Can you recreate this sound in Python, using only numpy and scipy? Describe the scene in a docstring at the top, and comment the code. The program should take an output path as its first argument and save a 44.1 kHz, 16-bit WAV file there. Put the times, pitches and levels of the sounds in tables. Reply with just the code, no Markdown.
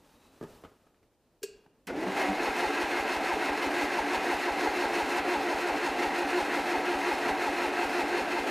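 """A cluttered garage, a small industrial truck, and a starter motor whose engine does not catch.
Close by, clothes rustle (shaped noise) and a boot and hand knock plate and dash (ringing modes and short noise).
The key switch then pulls in a fuel valve with a clack, a solenoid follows and the pinion slams in (struck modes).
Last the pinion grinds the ring gear round (tooth-rate overtones, noise, resonances), slowing on each compression,
and the exhaust puffs once a stroke. The nearly mono pair of microphone ports adds faint self-noise."""
import sys
import numpy as np
from scipy import signal
from scipy.fft import rfft, irfft, next_fast_len
from scipy.io import wavfile
from scipy.ndimage import uniform_filter1d, map_coordinates

SR = 44100
rng = np.random.default_rng(int(sys.argv[2]) if len(sys.argv) > 2 else 0)


def digitize_waveform(pressure):
    """Quantize a signal to 16-bit integers and store it at the path in sys.argv[1].

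    Rows of a 2-D input are taken as channels; values are limited to [-1, 1].
    """
    field = np.atleast_2d(pressure).T
    bounded = np.clip(field, -1, 1)
    quanta = np.round(bounded * 32767).astype(np.int16)
    wavfile.write(sys.argv[1], SR, quanta)


N = 374850
NOW_S = np.arange(N) / SR
START_S = 1.87  # the starter motor begins to turn


def amp(db):
    """dB to gain."""
    return 10 ** (np.asarray(db) / 20)


def unit(x):
    """Scaled to rms 1."""
    return x / np.sqrt(np.mean(x ** 2) + 1e-20)


def noise(length=N):
    """White noise, rms about 1."""
    return rng.standard_normal(length)


def along(points, hz):
    """Reads (frequency, value) points on a log frequency axis."""
    f, v = np.transpose(points)
    return np.interp(np.log(hz + 1), np.log(f + 1), v)


def curves(rows, at=NOW_S):
    """One value per sample for each column after the first."""
    s, *columns = np.transpose(rows)
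    return [np.interp(at, s, column) for column in columns]


def wobble(rate):
    """A smooth random curve, rate knots a second."""
    knots = noise(int(N * rate / SR) + 4)
    return map_coordinates(knots, [np.arange(N) * rate / SR])


def filtered(x, response):
    """x times a response of frequency."""
    m = next_fast_len(N + SR // 2)
    return irfft(rfft(x, m) * response(np.fft.rfftfreq(m, 1 / SR)), m)[..., :N]


def coloured(x, spectrum):
    """x shaped by a spectrum, rms 1."""
    return unit(filtered(x, lambda hz: amp(along(spectrum, hz))))


def tail(decays, seconds):
    """A noise tail of energy 1, each frequency dying at its own speed (t60)."""
    hz, t, z = signal.stft(noise(int(seconds * SR)), SR, nperseg=256)
    fade = amp(-60 * t / along(decays, hz)[:, None])
    y = signal.istft(z * fade, SR, nperseg=256)[1]
    return y / np.linalg.norm(y)


def ring(modes, t, attack, rough_hz):
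    """Modes of a struck thing, neighbours in opposite phase; a wandering phase blurs the higher ones."""
    drift = np.cumsum(rng.standard_normal((len(modes), len(t))), axis=1) * np.sqrt(rough_hz / SR)
    total = np.zeros(len(t))
    for k, (hz, db, t60) in enumerate(modes):
        level = amp(db + rng.normal(0, 1) - 60 * t / t60)
        total += (-1) ** k * level * np.sin(2 * np.pi * hz * t + drift[k] * hz / 1000)
    return (1 - np.exp(-t / attack)) * total


def singing(hz, width, db):
    """A loosely held resonance: narrow noise around a pitch that may move."""
    slow = [filtered(noise(), lambda f: 1 / (1 + (2 * f / width) ** 2)) for _ in range(2)]
    turn = 2 * np.pi * np.cumsum(hz) / SR
    return amp(db) * unit(slow[0] * np.cos(turn) + slow[1] * np.sin(turn))


def drone(hz, width, db, steady):
    """A lightly damped panel: narrow noise plus a steady tone whose phase wanders."""
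    narrow = unit(filtered(noise(), lambda f: 1 / (1 + (2 * (f - hz) / width) ** 2)))
    tone = np.sin(2 * np.pi * hz * NOW_S + 1.41 * wobble(8))
    return amp(db) * (narrow + steady * tone)


def add(track, s, sound):
    """Mixes a sound into the track at time s."""
    part = track[round(s * SR):][:len(sound)]
    part += sound[:len(part)]


# dull air and cloth spectrum, also the low part of the rustle: hz, relative_db (per Hz)
DULL_SPECTRUM = [(15, -31), (25, 0), (162, -2), (261, 1.5), (468, -2), (546, -2), (595, -3), (977, -18),
                 (1500, -25), (1950, -21), (3300, -120)]


def room_tone():
    """The quiet garage never falls fully silent: a steady bed of dull noise."""
    return amp(-75.5) * coloured(noise(), DULL_SPECTRUM)


# how the garage dies away: hz, t60_s
GARAGE_DECAY = [(200, 0.53), (2000, 0.88), (10000, 0.17)]


def garage_echo(blows):
    """The walls answer the blows about 11 ms later with a dying noise tail."""
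    late_tail = np.pad(tail(GARAGE_DECAY, .9), (500, 0))
    return amp(-15.0) * signal.fftconvolve(blows, late_tail)[:N]


# side signal against mid: hz, side_db
SIDE_SPREAD = [(60, -31), (200, -59), (700, -84), (2300, -76), (4300, -55), (8000, -30), (14000, -22)]
# microphone self-noise, unlike in the two ports: hz, relative_db (per Hz)
SELF_NOISE = [(18, -29), (30, 9), (149, 1), (411, -14), (1700, -18), (11200, -11), (13000, -17)]


def two_channels(mid):
    """Two nearly alike channels: a briefly smeared copy of the sound, shaped by frequency, and microphone self-
    noise are added to one channel and taken from the other."""
    smeared = signal.fftconvolve(mid, tail([(200, 0.01), (10000, 0.027)], .05))[:N]
    side = filtered(smeared, lambda hz: amp(along(SIDE_SPREAD, hz)))
    side += amp(-82.5) * coloured(noise(), SELF_NOISE)
    return np.array([mid + side, mid - side])


# course of the rustle before random sway: start_s, low_level_db, high_level_db
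RUSTLE_COURSE = [(0.0, -64, -66), (0.218, -65, -65), (0.42, -65, -66.5), (0.5, -56, -60.5),
                 (0.625, -62, -63.5), (0.66, -54, -73), (0.696, -61, -69), (0.78, -68, -72.5),
                 (1.192, -77, -78.5), (1.452, -71, -80), (1.588, -66.5, -72), (1.698, -69, -77),
                 (1.87, -66, -76)]
# crisp high part of the rustle: hz, relative_db (per Hz)
CLOTH_SPECTRUM = [(470, -26), (800, 3), (1960, -8), (2160, -8.5), (2630, -7), (3440, -10), (3890, -9.5),
                  (4350, -10.5), (15000, -18.5)]
# two faint whistling bands in the first rustle: start_hz, rise_hz_per_s, width_hz, level_db
CLOTH_WHISTLES = [(2350, 900, 90, -81), (3700, 800, 110, -76)]
WHISTLE_S, WHISTLE_LENGTH_S = .25, .16  # middle, half length


def clothes():
    """Rubbing cloth: a dull and a crisp noise swell and settle together, with faint rising whistles."""
    low_db, high_db = curves(RUSTLE_COURSE)
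    sway = wobble(3.6)
    low = amp(low_db + .8 * sway + 1.8 * wobble(30)) * coloured(noise(), DULL_SPECTRUM)
    high = amp(high_db + .6 * sway + 1.2 * wobble(40)) * coloured(noise(), CLOTH_SPECTRUM)
    swell = np.exp(-((NOW_S - WHISTLE_S) / WHISTLE_LENGTH_S) ** 2)
    whistles = sum(singing(hz + rise * np.minimum(NOW_S, 1), width, db)
                   for hz, rise, width, db in CLOTH_WHISTLES)
    return low + high + swell * whistles


# boot and hand contacts: start_s, plate_level_db, thud_level_db, thud_hz, scuff_level_db, length_s
CONTACTS = [(0.411, -39, -46, 330, -60, 0.014), (0.427, -40, -46, 330, -48, 0.02),
            (0.436, -39, -45, 330, -48, 0.02), (0.448, -50, -54, 330, -68, 0.018),
            (0.637, -50, -48, 1100, -54, 0.05), (0.648, -54, -47, 1250, -54, 0.04),
            (0.718, -64, -62, 600, -80, 0.015), (0.867, -71, -60, 850, -80, 0.022),
            (0.944, -76, -68, 1600, -70, 0.03), (1.029, -74, -70, 2200, -65, 0.025),
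            (1.662, -66, -56, 850, -82, 0.022)]
# modes of the floor plate, before the extra damping of the knock: pitch_hz, level_db, t60_s
PLATE_MODES = [(106, -9, 0.23), (164, -2.5, 0.46), (269, 0.5, 0.15), (413, 6.5, 0.087), (627, -9, 0.2),
               (907, -11, .3), (1237, -11, 0.29), (1790, -12, 0.19)]
THUD_WIDTH_HZ = 920


def boot_and_hand():
    """Each contact rings the floor plate, thuds as damped resonant noise and scuffs as high noise."""
    out, t = np.zeros(N), np.arange(SR // 3) / SR
    pole = np.exp(-np.pi * THUD_WIDTH_HZ / SR)
    for s, plate_db, thud_db, thud_hz, scuff_db, length in CONTACTS:
        fade = np.exp(-3 * t / max(length, .002))
        resonator = [1, -2 * pole * np.cos(2 * np.pi * thud_hz / SR), pole ** 2]
        thud = unit(signal.lfilter([1], resonator, noise(len(t)))) * fade
        scuff = signal.lfilter([.2], [1, -1.5, .66], np.diff(noise(len(t) + 1))) * fade
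        plate = ring(PLATE_MODES, t, 0.00039, rough_hz=306) * amp(-60 * t / 0.16)
        add(out, s, amp(plate_db) * plate + amp(thud_db) * thud + amp(scuff_db) * scuff)
    return out


# key contact, fuel valve, solenoid: start_s, crack_level_db, ring_level_db
PLUNGER_CLACKS = [(1.414, -81.5, -46), (1.4294, -27, -25.5), (1.869, -35.5, -53.5)]
# modes of the bracket they shake: pitch_hz, level_db, t60_s
BRACKET_MODES = [(388, -1, .07), (430, 0, .07), (1640, -25, .08), (2520, -30, .35), (2780, -30, .45),
                 (3250, -28, .1), (4210, -29, .2), (4554, -29, .35), (5510, -25, .17), (6450, -31, .25),
                 (7310, -28, .3), (8150, -29, .25)]


def solenoids():
    """Steel plungers land with a short rattle and shake their bracket."""
    out, t = np.zeros(N), np.arange(SR // 3) / SR
    for s, crack_db, ring_db in PLUNGER_CLACKS:
        rattle = signal.lfilter([1, -1], [1, -.9, .35], noise(len(t)))
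        # the upper bracket modes sound in the crack too
        crack = 0.5 * rattle + 9 * ring(BRACKET_MODES[2:], t, .001, rough_hz=80)
        crack *= (1 - np.exp(-t / 0.003)) * amp(-60 * t / 0.048)
        add(out, s, amp(crack_db) * crack)
        add(out, s + 0.0045, amp(ring_db) * ring(BRACKET_MODES, t, 0.0015, rough_hz=45))
    return out


# modes of the struck ring gear: pitch_hz, level_db, t60_s
RING_GEAR_MODES = [(533, 1, .07), (950, -8, .05), (1480, 2, 0.052), (2110, -12, .06)]


def pinion_landing():
    """The pinion slams into the ring gear, which rings briefly."""
    out, t = np.zeros(N), np.arange(SR // 3) / SR
    add(out, 1.899, amp(-30.5) * ring(RING_GEAR_MODES, t, 0.0025, rough_hz=100))
    return out


STROKE_COUNT, EARLY_STROKE_S, FIRST_STROKE_S = 37, 2.075, 2.275
STROKE_S, LONGER_S = .16275, .00059  # basic stroke length, growth per stroke as the battery tires
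LAG_S, LAG_STROKES = .0582, 1.2  # time lost while the crank gets going, over about so many strokes
EARLY_PUFF_DB, FIRST_PUFF_DB = -63, -40.5
PUFF_DB, PUFF_FADES_DB, PUFF_SCATTER_DB = -43, 0.07, 0.5  # later puffs, loss per stroke, chance
HOOD_DB, HOOD_LATE_DB, HOOD_STROKES = 4.5, 5, 12.5  # the hood ring grows by HOOD_LATE_DB as cranking slows
HOOD_ALTERNATES_DB, HOOD_SCATTER_DB = 1.3, 0.73  # every other stroke rings the hood harder
WHINE_SCATTER_DB = .7
EARLY_HOOD_DB, EARLY_WHINE_DB = -6, 2.5  # the slow first stroke whines steadily and hardly rings the hood


def strokes():
    """One row per compression stroke, each longer as the battery tires: time, puff, hood and gear force dB."""
    k = np.arange(STROKE_COUNT)
    lag = LAG_S * (1 - np.exp(-k / LAG_STROKES))
    s = FIRST_STROKE_S + STROKE_S * k + LONGER_S * k * (k - 1) / 2 + lag
    scatter = [PUFF_SCATTER_DB, HOOD_SCATTER_DB, WHINE_SCATTER_DB]
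    puff_chance, hood_chance, force_db = (rng.standard_normal((STROKE_COUNT, 3)) * scatter).T
    puff_db = np.where(k > 0, PUFF_DB - PUFF_FADES_DB * k + puff_chance, FIRST_PUFF_DB)
    hood_db = HOOD_DB - HOOD_LATE_DB * np.exp(-k / HOOD_STROKES)
    hood_db += hood_chance - HOOD_ALTERNATES_DB * (-1) ** k
    early = [EARLY_STROKE_S, EARLY_PUFF_DB, EARLY_HOOD_DB, EARLY_WHINE_DB]
    return np.vstack([early, np.c_[s, puff_db, hood_db, force_db]])


# the pipe booms on the first strokes: start_s, pitch_hz, level_db
PIPE_BOOMS = [(1.89, 199, -46), (2.084, 189, -33.5), (2.31, 197, -32.5), (2.5, 192, -54)]


def exhaust(rows):
    """Each opening valve sends one soft pressure pulse down the pipe; the first strokes also boom it."""
    out, t = np.zeros(N), np.arange(SR // 10) / SR
    u = t - .022
    # sharp front, slower back swing
    swell = np.exp(-(u / np.where(u < 0, .007, .016)) ** 2)
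    pulse = np.cos(2 * np.pi * (62 * u - 600 * u ** 2) - .3) * swell
    for s, puff_db, _, _ in rows[:-1]:
        add(out, s, amp(puff_db) * pulse)
    for s, hz, db in PIPE_BOOMS:
        boom = np.sin(2 * np.pi * hz * t) * np.exp(-((t - .05) / 0.025) ** 2)
        add(out, s - .05, amp(db) * boom)
    return out * (NOW_S >= START_S)


BACKLASH_DB, BACKLASH_WEAK_DB = -28.5, -30.5  # strong and weak strokes alternate, before the gear force


def backlash(rows):
    """As a piston passes over the top the gears take up their slack: a short falling knock."""
    out, t = np.zeros(N), np.arange(SR // 20) / SR
    u = t - .025
    chance = rng.standard_normal((len(rows), 2))
    for k, (s, _, _, force_db) in enumerate(rows[2:-1], 1):
        hz = 850 * (1 + 0.028 * chance[k, 0])
        knock = np.cos(2 * np.pi * (hz * u - 4500 * u ** 2))
        knock += 0.45 * np.cos(2 * np.pi * (0.638 * hz * u - 1600 * u ** 2))
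        level_db = force_db + (BACKLASH_WEAK_DB if k % 2 else BACKLASH_DB)
        add(out, s - .019 + 0.00294 * chance[k, 1], amp(level_db) * knock * np.exp(-(u / 0.014) ** 2))
    return out


# block and sheet-metal resonances that lift or absorb the grinding: pitch_hz, width_hz, peak_db
PANEL_RESONANCES = [(288, 49, 1.5), (360, 31, 4), (434, 20, 7), (673, 28, 1), (762, 3.6, 12.5),
                    (840, 17, 4.5), (967, 7.9, 7), (1334, 18, 7.5), (1613, 33, 6), (1957, 28, 5),
                    (2086, 53, 4.5), (2487, 27, 3), (9350, 180, 4)]


def panels(hz):
    """Gain of the resonant panels over the broad spectrum."""
    return amp(sum(db / (1 + (2 * (hz - c) / w) ** 2) for c, w, db in PANEL_RESONANCES))


# one stroke after the puff, before pace and run-up scale the pitches:
# stroke_share, tooth_rate_hz, loudest_whine_hz, whine_db, grind_db, hood_ring_db
STROKE_COURSE = [(0, 405, 800, -1, -1, -13), (.12, 390, 780, 0, -2.3, -16), (.3, 372, 740, -2, -1.4, -12),
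                 (.36, 368, 730, -12, -.4, -8), (.41, 366, 2000, -12, .3, -8), (.5, 362, 1820, -3, 1, -3),
                 (.6, 352, 1430, -3, 1.1, 0), (.66, 350, 1300, -4, 1.1, 0), (.7, 500, 1020, -1, 1.1, 0),
                 (.8, 472, 945, 0, 1, -3), (.9, 428, 855, 0, .3, -10), (1, 405, 800, -1, -1, -13)]
# the motor gets going: start_s, share_of_cranking_speed, brightness (0-1), extra_growl_db
MOTOR_RUN_UP = [(1.87, .6, 0, 0), (1.96, .86, .3, 6), (2.03, .99, .5, 10), (2.1, 1.09, .7, 6),
                (2.16, 1.19, 1, 0), (2.21, 1.24, 1, 0), (2.245, 1.11, 1, 0), (2.33, 1.1, 1, 0),
                (2.47, 1.1, 1, 0), (2.65, 1, 1, 0)]
EARLY_TOOTH_HZ = 390  # the first stroke meets little compression; before pace and run-up


def crank_motion(rows):
    """Compression sets tooth rate, loudest whine pitch and the whine, grind and hood levels in each stroke."""
    count = np.interp(NOW_S, rows[:, 0] + .025, np.arange(len(rows)))
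    stroke, early = count.astype(int), count < 1
    tooth_hz, loud_hz, whine_db, grind_db, hood_db = curves(STROKE_COURSE, count % 1)
    hood_db += uniform_filter1d(rows[stroke, 2], size=800)
    whine_db = whine_db * ~early + uniform_filter1d(rows[stroke, 3], size=800)
    speed = curves(MOTOR_RUN_UP)[0]
    # strokes per second against 5.7
    pace = 1 / np.interp(NOW_S, rows[1:, 0], np.diff(rows[:, 0])) / 5.7
    tooth_hz = uniform_filter1d(np.where(early, EARLY_TOOTH_HZ, tooth_hz), size=300) * pace * speed
    loud_hz = np.where(early, 2 * tooth_hz, loud_hz)
    return count, pace, tooth_hz, loud_hz, whine_db, grind_db, hood_db


PINION_TEETH, PINION_WOBBLE = 9, .45  # the pinion runs out of true: the whine swells once a turn by this share
SWEEP_WIDTH_HZ, SWEEP_DB = 45, -9  # a narrow band of rasp follows the loudest whine


def gear_whine(teeth, tooth_hz, loud_hz, pace, whine_db):
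    """Overtones of the tooth rate; the harder the teeth meet, the higher the one that stands out."""
    whine = np.zeros(N)
    for k in range(1, 7):
        waver = amp(.9 * wobble(40))  # worn teeth make each overtone waver
        stand_out = 1 / (1 + (np.log(k * tooth_hz / loud_hz) / 0.2) ** 2)
        whine += np.cos(2 * np.pi * k * teeth) * waver * stand_out
    whine *= 1 + PINION_WOBBLE * np.cos(2 * np.pi * teeth / PINION_TEETH + wobble(6))
    sweep = singing(uniform_filter1d(loud_hz, size=300) * pace, SWEEP_WIDTH_HZ, SWEEP_DB)
    return filtered((unit(whine) + sweep) * amp(whine_db), panels)


# low grinding: hz, relative_db (per Hz)
BODY_SPECTRUM = [(15, -53), (25, -21), (54, -25), (124, -22), (222, -9.5), (279, -2), (319, -2),
                 (346, -8.5), (382, -3), (482, -4.5), (628, -4), (741, -1), (950, -5.5), (1200, -15.5),
                 (1300, -14.5), (1690, -16.5), (2860, -120)]
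# hood rings under load: pitch_hz, width_hz, level_db
HOOD_RINGS = [(352.6, 45, -10.5), (712, 43, -16.5)]
WHINE_DB = -7


def starter_body(whine, teeth, hood_db):
    """Low grinding with whine, dull and growling until the motor is up to speed; hood and frame drone."""
    _, bright, growl_db = curves(MOTOR_RUN_UP)
    low_force = filtered(noise() * amp(0.88 * wobble(25)), panels)
    grind = coloured(low_force, BODY_SPECTRUM)
    dull = filtered(grind, lambda hz: 3.0 / (1 + (hz / 380) ** 2.1))
    growl = (amp(growl_db) - 1) * .7 * np.cos(2 * np.pi * teeth) * amp(1.5 * wobble(40))
    hood = amp(hood_db) * sum(drone(*mode, steady=3.28) for mode in HOOD_RINGS)
    # the frame rings all the time, a little less when the hood rings hard
    frame = amp(-.3 * hood_db - 3.5) * drone(291, width=14, db=-10.5, steady=0.75)
    return bright * (grind + amp(WHINE_DB) * whine + hood + frame) + (1 - bright) * dull + growl


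# high grinding: hz, relative_db (per Hz)
TREBLE_SPECTRUM = [(530, -56), (900, -4.5), (1190, -8), (1590, -5.5), (1760, -5.5), (2130, -5.5),
                   (2290, -7.5), (2630, -6.5), (2860, -11.5), (3370, -16), (4270, -16), (4690, -20),
                   (5220, -21), (13600, -34.5), (15100, -41)]
# gear and casing modes that sing when the teeth are loaded: pitch_hz, width_hz, level_db
GEAR_MODES = [(1320, 52, -18), (1580, 78, -14), (1735, 35, -19.5), (1884, 22, -16), (2116, 45, -13),
              (2570, 69, -17), (2690, 69, -17), (3670, 28, -30), (4200, 50, -27), (4310, 60, -29.5),
              (5160, 220, -27), (6540, 200, -28.5)]
GEARS_SWELL, GEARS_WAVER = 2.5, .009  # swing over the grind's swing, share of pitch wander
HOUSING_HZ, HOUSING_WIDTH_HZ, HOUSING_DB = 4290, 130, -22  # starter housing sings with the grind
HOUSING_SWING_HZ, HOUSING_HIGH_AT = 110, .9  # wavers once a stroke, highest at this share of it
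RASP_DB, RASP_TOP_DB, RASP_TOP_HZ = .6, 1.1, 3500  # uneven teeth: the grind flutters, more so in the highs


def starter_treble(count, grind_db):
    """High grinding and singing gears and housing, scattered by the clutter and fluttering with uneven teeth."""
    bright = curves(MOTOR_RUN_UP)[1]
    force = noise() * amp(grind_db + RASP_DB * wobble(35) + 1.06 * wobble(90))
    grind = coloured(filtered(force, panels), TREBLE_SPECTRUM)
    housing_hz = HOUSING_HZ + HOUSING_SWING_HZ * np.cos(2 * np.pi * (count - HOUSING_HIGH_AT))
    metal = singing(housing_hz, HOUSING_WIDTH_HZ, HOUSING_DB)
    for hz, width, db in GEAR_MODES:
        metal += amp(1.6 * wobble(25)) * singing(hz * (1 + GEARS_WAVER * wobble(9)), width, db)
    treble = grind + bright * amp(GEARS_SWELL * grind_db) * metal
    # clutter around the truck scatters the treble into a fixed fine comb
    clutter = tail([(200, 0.64), (10000, 1.0)], 0.38)
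    treble = unit(treble + 0.57 * signal.fftconvolve(treble, clutter)[:N])
    highs = filtered(treble, lambda hz: 1 / (1 + (RASP_TOP_HZ / (hz + 1)) ** 4))
    return treble + (amp(RASP_TOP_DB * wobble(28)) - 1) * highs


# level of the starter as it engages: start_s, body_level_db, treble_level_db
ENGAGE_LEVELS = [(1.87, -63, -56), (1.878, -45, -38), (1.908, -34, -44), (1.922, -39, -47.5),
                 (2.016, -34.5, -40), (2.216, -32.5, -34.5), (2.316, -33, -36.5), (2.43, -33, -35),
                 (2.55, -34, -34.5)]
BODY_SAG_DB_PER_S, TREBLE_SAG_DB_PER_S = 0.0657, 0.14


def starter(rows):
    """Pinion teeth beat on the ring gear; their rate and force follow the compression in each stroke."""
    count, pace, tooth_hz, loud_hz, whine_db, grind_db, hood_db = crank_motion(rows)
    # running count of teeth, with a slightly unsteady rate
    teeth = np.cumsum(tooth_hz * (1 + .011 * wobble(60) + .012 * wobble(8))) / SR
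    whine = gear_whine(teeth, tooth_hz, loud_hz, pace, whine_db)
    body = starter_body(whine, teeth, hood_db)
    treble = starter_treble(count, grind_db)
    body_db, treble_db = curves(ENGAGE_LEVELS)
    tiring_s = np.maximum(NOW_S - ENGAGE_LEVELS[-1][0], 0)
    out = amp(body_db - BODY_SAG_DB_PER_S * tiring_s) * body
    out += amp(treble_db - TREBLE_SAG_DB_PER_S * tiring_s) * treble
    return out * (NOW_S >= START_S)


def scene():
    """Near sounds, the garage's answer to the blows, spread over two nearly alike channels with microphone
    self-noise."""
    rows = strokes()
    blows = boot_and_hand() + solenoids() + pinion_landing()
    mid = room_tone() + garage_echo(blows) + clothes() + blows
    mid += exhaust(rows) + backlash(rows) + starter(rows)
    return two_channels(mid)


def record(dry):
    """The microphone channel keeps nothing from its band limit of 15.1 kHz upward."""
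    return filtered(dry, lambda hz: hz < 15100)


dry = scene()
out = record(dry)
digitize_waveform(out)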